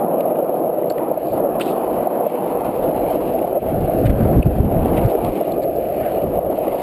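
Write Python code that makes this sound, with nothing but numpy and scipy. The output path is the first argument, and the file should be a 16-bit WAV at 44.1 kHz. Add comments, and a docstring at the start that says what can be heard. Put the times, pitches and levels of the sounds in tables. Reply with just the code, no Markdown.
"""A skateboard rolls over asphalt: grain under the wheels is random impulses that ring the deck, grit hisses.
Deck knocks and hand bumps are damped swings; ticks, scrapes and crackles are noise bursts in resonances.
Wind and a grabbing hand buffet a closed case as low noise, and the grip on it crackles.
The microphone in the case feeds a recorder that ducks after peaks, clips, and holds each coarse
sample as a stair step."""
import sys
import numpy as np
from scipy import signal
from scipy.fft import rfft, irfft
from scipy.io import wavfile
from scipy.ndimage import uniform_filter1d

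SR = 44100
rng = np.random.default_rng(int(sys.argv[2]) if len(sys.argv) > 2 else 0)


def wav_record(signal):
    """Record a signal, one row per channel, as 16-bit PCM in the file named by sys.argv[1]."""
    frames = np.transpose(np.atleast_2d(signal))
    bounded = np.clip(frames, -1, 1)
    # unit amplitude maps onto the largest positive 16-bit level
    quanta = np.round(bounded * 32767).astype(np.int16)
    wavfile.write(sys.argv[1], SR, quanta)


N = 300762


def gain_of(db):
    """Logarithmic level: decibels to amplitude gain."""
    return 10 ** (np.asarray(db) / 20)


def evened(x):
    """Power normalization: scales to rms 1."""
    return x / np.sqrt(np.mean(x ** 2) + 1e-20)


def curves(rows):
    """Piecewise-linear envelopes: table columns joined by straight lines at every sample."""
    s, *columns = np.transpose(rows)
    return [np.interp(np.arange(N) / SR, s, c) for c in columns]


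def add(mix, s, sound):
    """Superposition: adds a sound into the mix at s seconds."""
    part = mix[round(s * SR):][:len(sound)]
    part += sound[:len(part)]


def resonate(x, hz, width):
    """Resonance: shifts hz down to zero, smooths by two one-pole passes, shifts back; gain 1 at the centre."""
    turn = np.exp(2j * np.pi * hz * np.arange(len(x)) / SR)
    r = np.exp(-np.pi * width / SR)
    smooth = signal.lfilter([(1 - r) ** 2], [1, -2 * r, r * r], x / turn)
    return 2 * (turn * smooth).real


def read(points, at):
    """Spectral envelope: its level in dB at given frequencies, joined on a log-frequency axis."""
    f, db = np.transpose(points)
    return np.interp(np.log(at + 1), np.log(f + 1), db)


def colour(x, points):
    """Linear filtering: multiplies the spectrum of x by an envelope."""
    hz = np.fft.rfftfreq(len(x), 1 / SR)
    return evened(irfft(rfft(x) * gain_of(read(points, hz)), len(x)))


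def patchy(x, gain_db, patchy_db):
    """Time-varying filtering: gain_db(hz, t) per frame, plus random patches over pitch and time."""
    hz, t, z = signal.stft(x, SR, nperseg=1024, noverlap=768)
    spots = rng.standard_normal(z.shape[::-1]).T
    spots = uniform_filter1d(uniform_filter1d(spots, size=6, axis=0), size=14, axis=1)
    gain = gain_of(gain_db(hz[:, None], t) + patchy_db * evened(spots))
    return evened(signal.istft(z * gain, SR, nperseg=1024, noverlap=768)[1][:N])


def flicker(per_s):
    """Low-passed noise: a slow chance curve of rms 1 that changes about per_s times a second."""
    size = max(round(SR / per_s), 1)
    return evened(uniform_filter1d(uniform_filter1d(rng.standard_normal(N), size), size))


def stones(per_s, spread_db):
    """Random impulse process: clicks of random sign at random moments; a few are large."""
    size = gain_of(spread_db * np.minimum(rng.exponential(1, N), 5))
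    sign = np.sign(rng.standard_normal(N))
    struck = rng.random(N) < per_s / SR
    return size * sign * struck


# steady wind and handling on the case: start_s [s], level_db [dB]
BUFFET_LEVEL = [(0.0, -51), (0.93, -51), (1.4, -41), (1.7, -46.5), (2.32, -53), (2.65, -36.5), (3.2, -35.5),
                (3.58, -38), (3.7, -25), (4.02, -20), (4.25, -9), (4.7, -22), (5.07, -14), (5.14, -41),
                (5.36, -45.5), (5.8, -34), (6.2, -35.5), (6.82, -39)]
# gusts and jolts above that level, lulls below: middle_s [s], length_s [s], rise_db [dB]
GUST_SWELLS = [(1.337, .08, 7), (1.542, 0.067, 5), (1.95, 0.17, 11), (2.86, .08, 4.5), (2.985, 0.061, 6.5),
               (3.77, .08, 2), (3.92, 0.045, -12), (4.073, 0.081, 4), (4.397, 0.055, 13),
               (4.427, 0.043, -12), (4.476, 0.046, 8.5), (4.625, 0.13, 7.5), (4.787, 0.16, 5),
               (5.25, 0.16, 19), (6.268, 0.091, 13.5), (6.386, 0.052, 13), (6.467, 0.054, 9)]
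# relative spectrum of the moving air: frequency_hz [Hz], density_db [dB per Hz]
GUST_SPECTRUM = [(15, -24), (40, -1.3), (70, -2), (120, -2.4), (200, -3), (320, -7.5), (600, -25.5),
                 (1200, -64)]


def buffet():
    """Turbulent pressure: low noise swells with gusts; tighter eddies play the same noise faster."""
    t = np.arange(N) / SR
    swells_db = sum(db * np.exp(-(2 * (t - s) / length) ** 4) for s, length, db in GUST_SWELLS)
    level_db = curves(BUFFET_LEVEL)[0] + swells_db
    tightness = np.clip(1 + .12 * flicker(per_s=15), .4, 1.9)  # playing speed
    air = colour(rng.standard_normal(2 * N), GUST_SPECTRUM)
    air = np.interp(np.cumsum(tightness), np.arange(2 * N), air)
    lumps = gain_of(1 * flicker(per_s=25))
    return gain_of(level_db) * evened(air * lumps)


def rustle():
    """Friction crackle: impulses of the grip in one resonance, louder as the steady buffeting rises."""
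    at_0_db, follow = -32, .6  # level in dB at 0 dB of buffeting; dB per dB that it follows
    crackle = resonate(stones(per_s=1600, spread_db=2.5), hz=1370, width=870)
    return gain_of(at_0_db + follow * curves(BUFFET_LEVEL)[0]) * evened(crackle)


# short scrapes and crackles of overload: start_s [s], length_s [s], level_db [dB, before the soft ends],
# centre_hz [Hz], width_hz [Hz, of each resonance pass]
SCRAPE_AND_CRACKLE_EVENTS = [(1.203, 0.23, -57, 4320, 1500), (1.591, 0.055, -36.5, 3300, 2400),
                             (1.592, 0.031, -33, 1390, 1000), (1.606, 0.022, -26.5, 2670, 800),
                             (1.615, 0.14, -44, 3300, 2800), (1.67, 0.036, -40, 2620, 450),
                             (4.047, 0.04, -31.5, 1700, 2600), (4.089, 0.024, -31.5, 1600, 2400),
                             (4.138, 0.32, -44, 1390, 900), (4.74, .2, -48.5, 2920, 1200),
                             (4.961, 0.044, -29, 2292, 1320), (5.08, .05, -43, 3280, 2400),
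                             (5.35, 0.035, -43.5, 2530, 1500), (5.617, 0.028, -46, 4240, 1200),
                             (5.614, 0.045, -45, 2100, 900), (5.984, 0.16, -43, 1630, 710)]


def scrapes_and_crackles():
    """Modulated noise in a resonance: noise broken into slips, in one resonance, with soft ends."""
    out = np.zeros(N)
    noises = rng.standard_normal((len(SCRAPE_AND_CRACKLE_EVENTS), 2, 12000))
    for (s, length, db, hz, width), (noise, slip_noise) in zip(SCRAPE_AND_CRACKLE_EVENTS, noises):
        n = min(round(length * SR), 12000)
        slips = noise * gain_of(3 * evened(uniform_filter1d(slip_noise, 120)))
        burst = evened(resonate(slips, hz, width)[:n])
        add(out, s, gain_of(db) * burst * signal.windows.tukey(n, .7))
    return out


# sharp ticks of stones and fingers on the case: start_s [s], peak_db [dB], pitch_hz [Hz],
# width_hz [Hz, of each resonance pass]
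TICK_EVENTS = [(0.205, -27, 2730, 1800), (0.831, -35, 1970, 900), (0.8984, -26, 4400, 600),
               (0.9, -32, 2880, 600), (.902, -29, 1600, 900), (0.919, -38, 4500, 900),
               (0.98, -29, 2040, 1580), (1.596, -31, 2800, 2800), (2.26, -34, 2300, 1200),
               (3.062, -32, 2450, 900), (3.387, -31, 2480, 700), (3.426, -33, 2400, 1200),
               (3.698, -44, 2600, 900), (4.425, -15, 2600, 450), (4.652, -32, 2400, 2000),
               (4.881, -28, 2420, 2000), (5.059, -34, 4222, 2000), (5.246, -27, 3010, 2530),
               (5.264, -31, 2736, 2030), (5.303, -40, 2400, 2000), (5.519, -33, 3670, 1500),
               (5.759, -43, 4495, 1500), (6.03, -31, 1686, 915), (6.059, -30, 2000, 1515),
               (6.679, -28.5, 2315, 1200), (6.779, -34, 2553, 1580)]


def ticks():
    """Impact excitation: each tick is a dying burst of noise in one resonance."""
    rise_s, t60_s = 0.0031, 0.019  # of the burst that drives the resonance
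    out, t = np.zeros(N), np.arange(3000) / SR
    burst = np.minimum(t / rise_s, 1) * gain_of(-60 * t / t60_s)
    noises = rng.standard_normal((len(TICK_EVENTS), len(t)))
    for (s, db, hz, width), noise in zip(TICK_EVENTS, noises):
        tick = resonate(noise * burst, hz, width)
        add(out, s, gain_of(db) * tick / abs(tick).max())
    return out


def damped_swings(rows, rise_s, t60_s):
    """Damped oscillation: each blow starts a sine that rises smoothly and dies exponentially."""
    out, t = np.zeros(N), np.arange(6000) / SR
    envelope = (1 - np.exp(-(t / rise_s) ** 2)) * gain_of(-60 * t / t60_s)
    for s, db, hz in rows:
        swing = np.sin(2 * np.pi * hz * t) * envelope
        add(out, s, gain_of(db) * swing / abs(swing).max())
    return out


# the hand bumps the case, loud enough to make the recorder clip: start_s [s], peak_db [dB], pitch_hz [Hz]
BUMP_EVENTS = [(4.056, -3, 115), (4.094, -0.5, 64), (4.16, -10.5, 75), (4.209, -22, 114), (4.364, -3, 115),
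               (4.389, -2, 61), (4.458, 3.5, 140), (4.52, -10, 69.6), (4.598, 1.5, 80), (4.619, -10, 127),
               (4.649, -8, 80), (4.978, -8.5, 155), (5.048, -4, 115)]


def hand_bumps():
    """Damped oscillation of the bumped case, at low pitch."""
    return damped_swings(BUMP_EVENTS, rise_s=0.0058, t60_s=0.052)


# louder knocks in the rolling: start_s [s], peak_db [dB], pitch_hz [Hz]
KNOCK_EVENTS = [(0.696, -10.5, 550), (0.909, -7.5, 600), (1.113, -6, 625), (1.173, -10.5, 597),
                (2.07, -6.5, 700), (2.265, -4.5, 597), (3.187, -14, 524), (3.444, -13, 694),
                (3.572, -8, 630), (3.638, -14, 685), (3.894, -9, 654), (5.15, -3, 435), (5.28, -13, 655),
                (5.783, -8, 523), (6.387, -3, 633), (6.585, -8, 613), (6.678, -5.5, 535), (6.744, -10, 654)]


def deck_knocks():
    """Damped oscillation: short damped knocks of the deck at middle pitch."""
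    return damped_swings(KNOCK_EVENTS, rise_s=0.0036, t60_s=0.019)


# grit hiss: start_s [s], level_db [dB]
HISS_LEVEL = [(0.0, -51), (0.7, -54), (1.69, -49.5), (2.56, -47.5), (3.2, -46), (3.55, -50.5), (4.23, -42),
              (4.7, -46), (4.96, -42.5), (5.45, -45.5), (5.65, -52.5), (6.02, -46.5), (6.46, -50.5),
              (6.82, -45)]
# relative spectrum of the hiss: frequency_hz [Hz], density_db [dB per Hz]
GRIT_SPECTRUM = [(1000, -29), (1700, -7), (1970, -6.5), (2260, -4), (2510, -4), (2990, -7), (3450, -14),
                 (3930, -15), (5950, -20.5), (7740, -59), (13100, -120)]


def grit_hiss(patch):
    """Dense impulse noise: fine grit clicks merge into a hiss that rises on rough patches."""
    loudness = gain_of(1.1 * patch + .8 * flicker(per_s=60))
    grit = stones(per_s=5000, spread_db=2.5) * loudness
    hiss = patchy(grit, lambda hz, t: read(GRIT_SPECTRUM, hz), patchy_db=2.0)
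    return gain_of(curves(HISS_LEVEL)[0]) * hiss


# brief dips of the deck's ring, some just after a knock: deepest_s [s], depth_db [dB], recovery_s [s]
DIP_EVENTS = [(1.2, -5.5, 0.043), (2.29, -5.5, 0.18), (2.73, -5.5, 0.14), (3.61, -14, 0.019),
              (5.31, -6, 0.085), (5.46, -6, 0.019), (6.48, -1.5, 0.024), (6.57, -6, 0.016)]


def dips():
    """Amplitude modulation in dB: each dip falls quickly and recovers, both in straight lines."""
    t, fall_s = np.arange(N) / SR, 0.028
    return sum(np.interp(t, [s - fall_s, s, s + max(back, .01)], [0, db, 0]) for s, db, back in DIP_EVENTS)


# ground under the wheels: start_s [s], level_db [dB, before dips],
# brightness_db [dB, band near 1 kHz relative to the level; it blends the two colours below]
ROLLING = [(0.0, -15.5, -17), (0.5, -18.5, -17.5), (0.93, -20, -19), (1.03, -19.5, -14.5),
           (1.3, -21, -18.5), (1.36, -16.5, -17), (2.1, -18.5, -15.5), (2.45, -19, -15), (2.9, -17.5, -16),
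           (3.5, -19, -18.5), (4.0, -18, -19.5), (4.3, -13.5, -18), (4.56, -18, -19), (4.85, -14.5, -16.5),
           (5.3, -16.5, -17), (5.7, -19.5, -23.5), (6.3, -18.5, -19), (6.82, -20.5, -17)]
# relative spectra of deck and wheels through the case, on rough and on smooth ground:
# frequency_hz [Hz], density_db [dB per Hz]
ROUGH_SPECTRUM = [(71, -67.5), (120, -31.5), (135, -12.5), (162, -8.5), (289, -6), (332, 0), (428, -9),
                  (491, 5.5), (533, -3.5), (679, 0), (1340, -25), (1540, -31), (1900, -37.5), (2470, -45),
                  (4180, -120)]
SMOOTH_SPECTRUM = [(71, -42.5), (120, -18), (211, -13), (263, -15.5), (292, -7), (356, -5), (399, -5),
                   (453, -8), (503, -3), (664, -0.5), (928, -29), (1280, -31.5), (1530, -44.5), (1900, -55),
                   (2470, -69), (4180, -120)]


def deck_ring(patch):
    """Source and filter: road-grain impulses ring a deck whose colour follows the ground."""
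    s, _, bright_db = np.transpose(ROLLING)
    rough_db, smooth_db = -15, -21.5  # brightness at which each colour is heard alone
    road = evened(stones(per_s=4000, spread_db=1.2) * gain_of(.5 * patch))

    def deck_db(hz, t):
        """Spectral interpolation: blends the two colours in dB at constant power."""
        rough = (np.interp(t, s, bright_db) - smooth_db) / (rough_db - smooth_db)
        rough = np.clip(rough, -.5, 1.5)
        db = rough * read(ROUGH_SPECTRUM, hz) + (1 - rough) * read(SMOOTH_SPECTRUM, hz)
        return db - 10 * np.log10((gain_of(db) ** 2).sum(0))

    ring = patchy(road, deck_db, patchy_db=1.5)
    return gain_of(curves(ROLLING)[0] + dips()) * ring


def board():
    """Common modulation: the same rough patches lift both the deck's ring and the grit hiss."""
    patch = flicker(per_s=120)
    return deck_ring(patch) + grit_hiss(patch)


def scene():
    """Superposition: all sources sum at the single microphone."""
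    case = buffet() + rustle() + scrapes_and_crackles() + ticks() + hand_bumps()
    return (case + deck_knocks() + board())[None]


def record(dry):
    """Compression and sampling: gain drops after peaks and recovers; then clipping, stairs, band limit."""
    peak_db = 20 * np.log10(abs(dry[0]) + 1e-9)
    fall_db = np.arange(N) * 68.0 / SR  # the held peak falls 68 dB a second
    held_peak_db = np.maximum.accumulate(peak_db + fall_db) - fall_db
    over_db = np.maximum(held_peak_db + 11.0, 0)  # above a threshold of -11 dB
    late_db = signal.lfilter([.006], [1, -.994], over_db)  # the gain follows a few ms late
    ducked = dry[0] / gain_of(.5 * late_db)  # half the excess is taken off
    guard = signal.butter(4, 5200, fs=SR, output="sos")  # weakens treble above half the coarse rate
    coarse = signal.resample_poly(signal.sosfilt(guard, ducked), 40, 147)  # to 12 kHz
    held = np.repeat(np.clip(coarse, -.56, .56), 4)  # 48 kHz stairs mirror the sound around 12 kHz
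    steps = signal.resample_poly(held, 147, 160)[:N]  # back to SR
    steps = np.pad(steps, (0, N - len(steps)))
    band_limit = signal.firwin(511, 15270, window=("kaiser", 9), fs=SR)  # low-pass edge in Hz
    return signal.oaconvolve(steps, band_limit, "same")[None]


dry = scene()
out = record(dry)
wav_record(out)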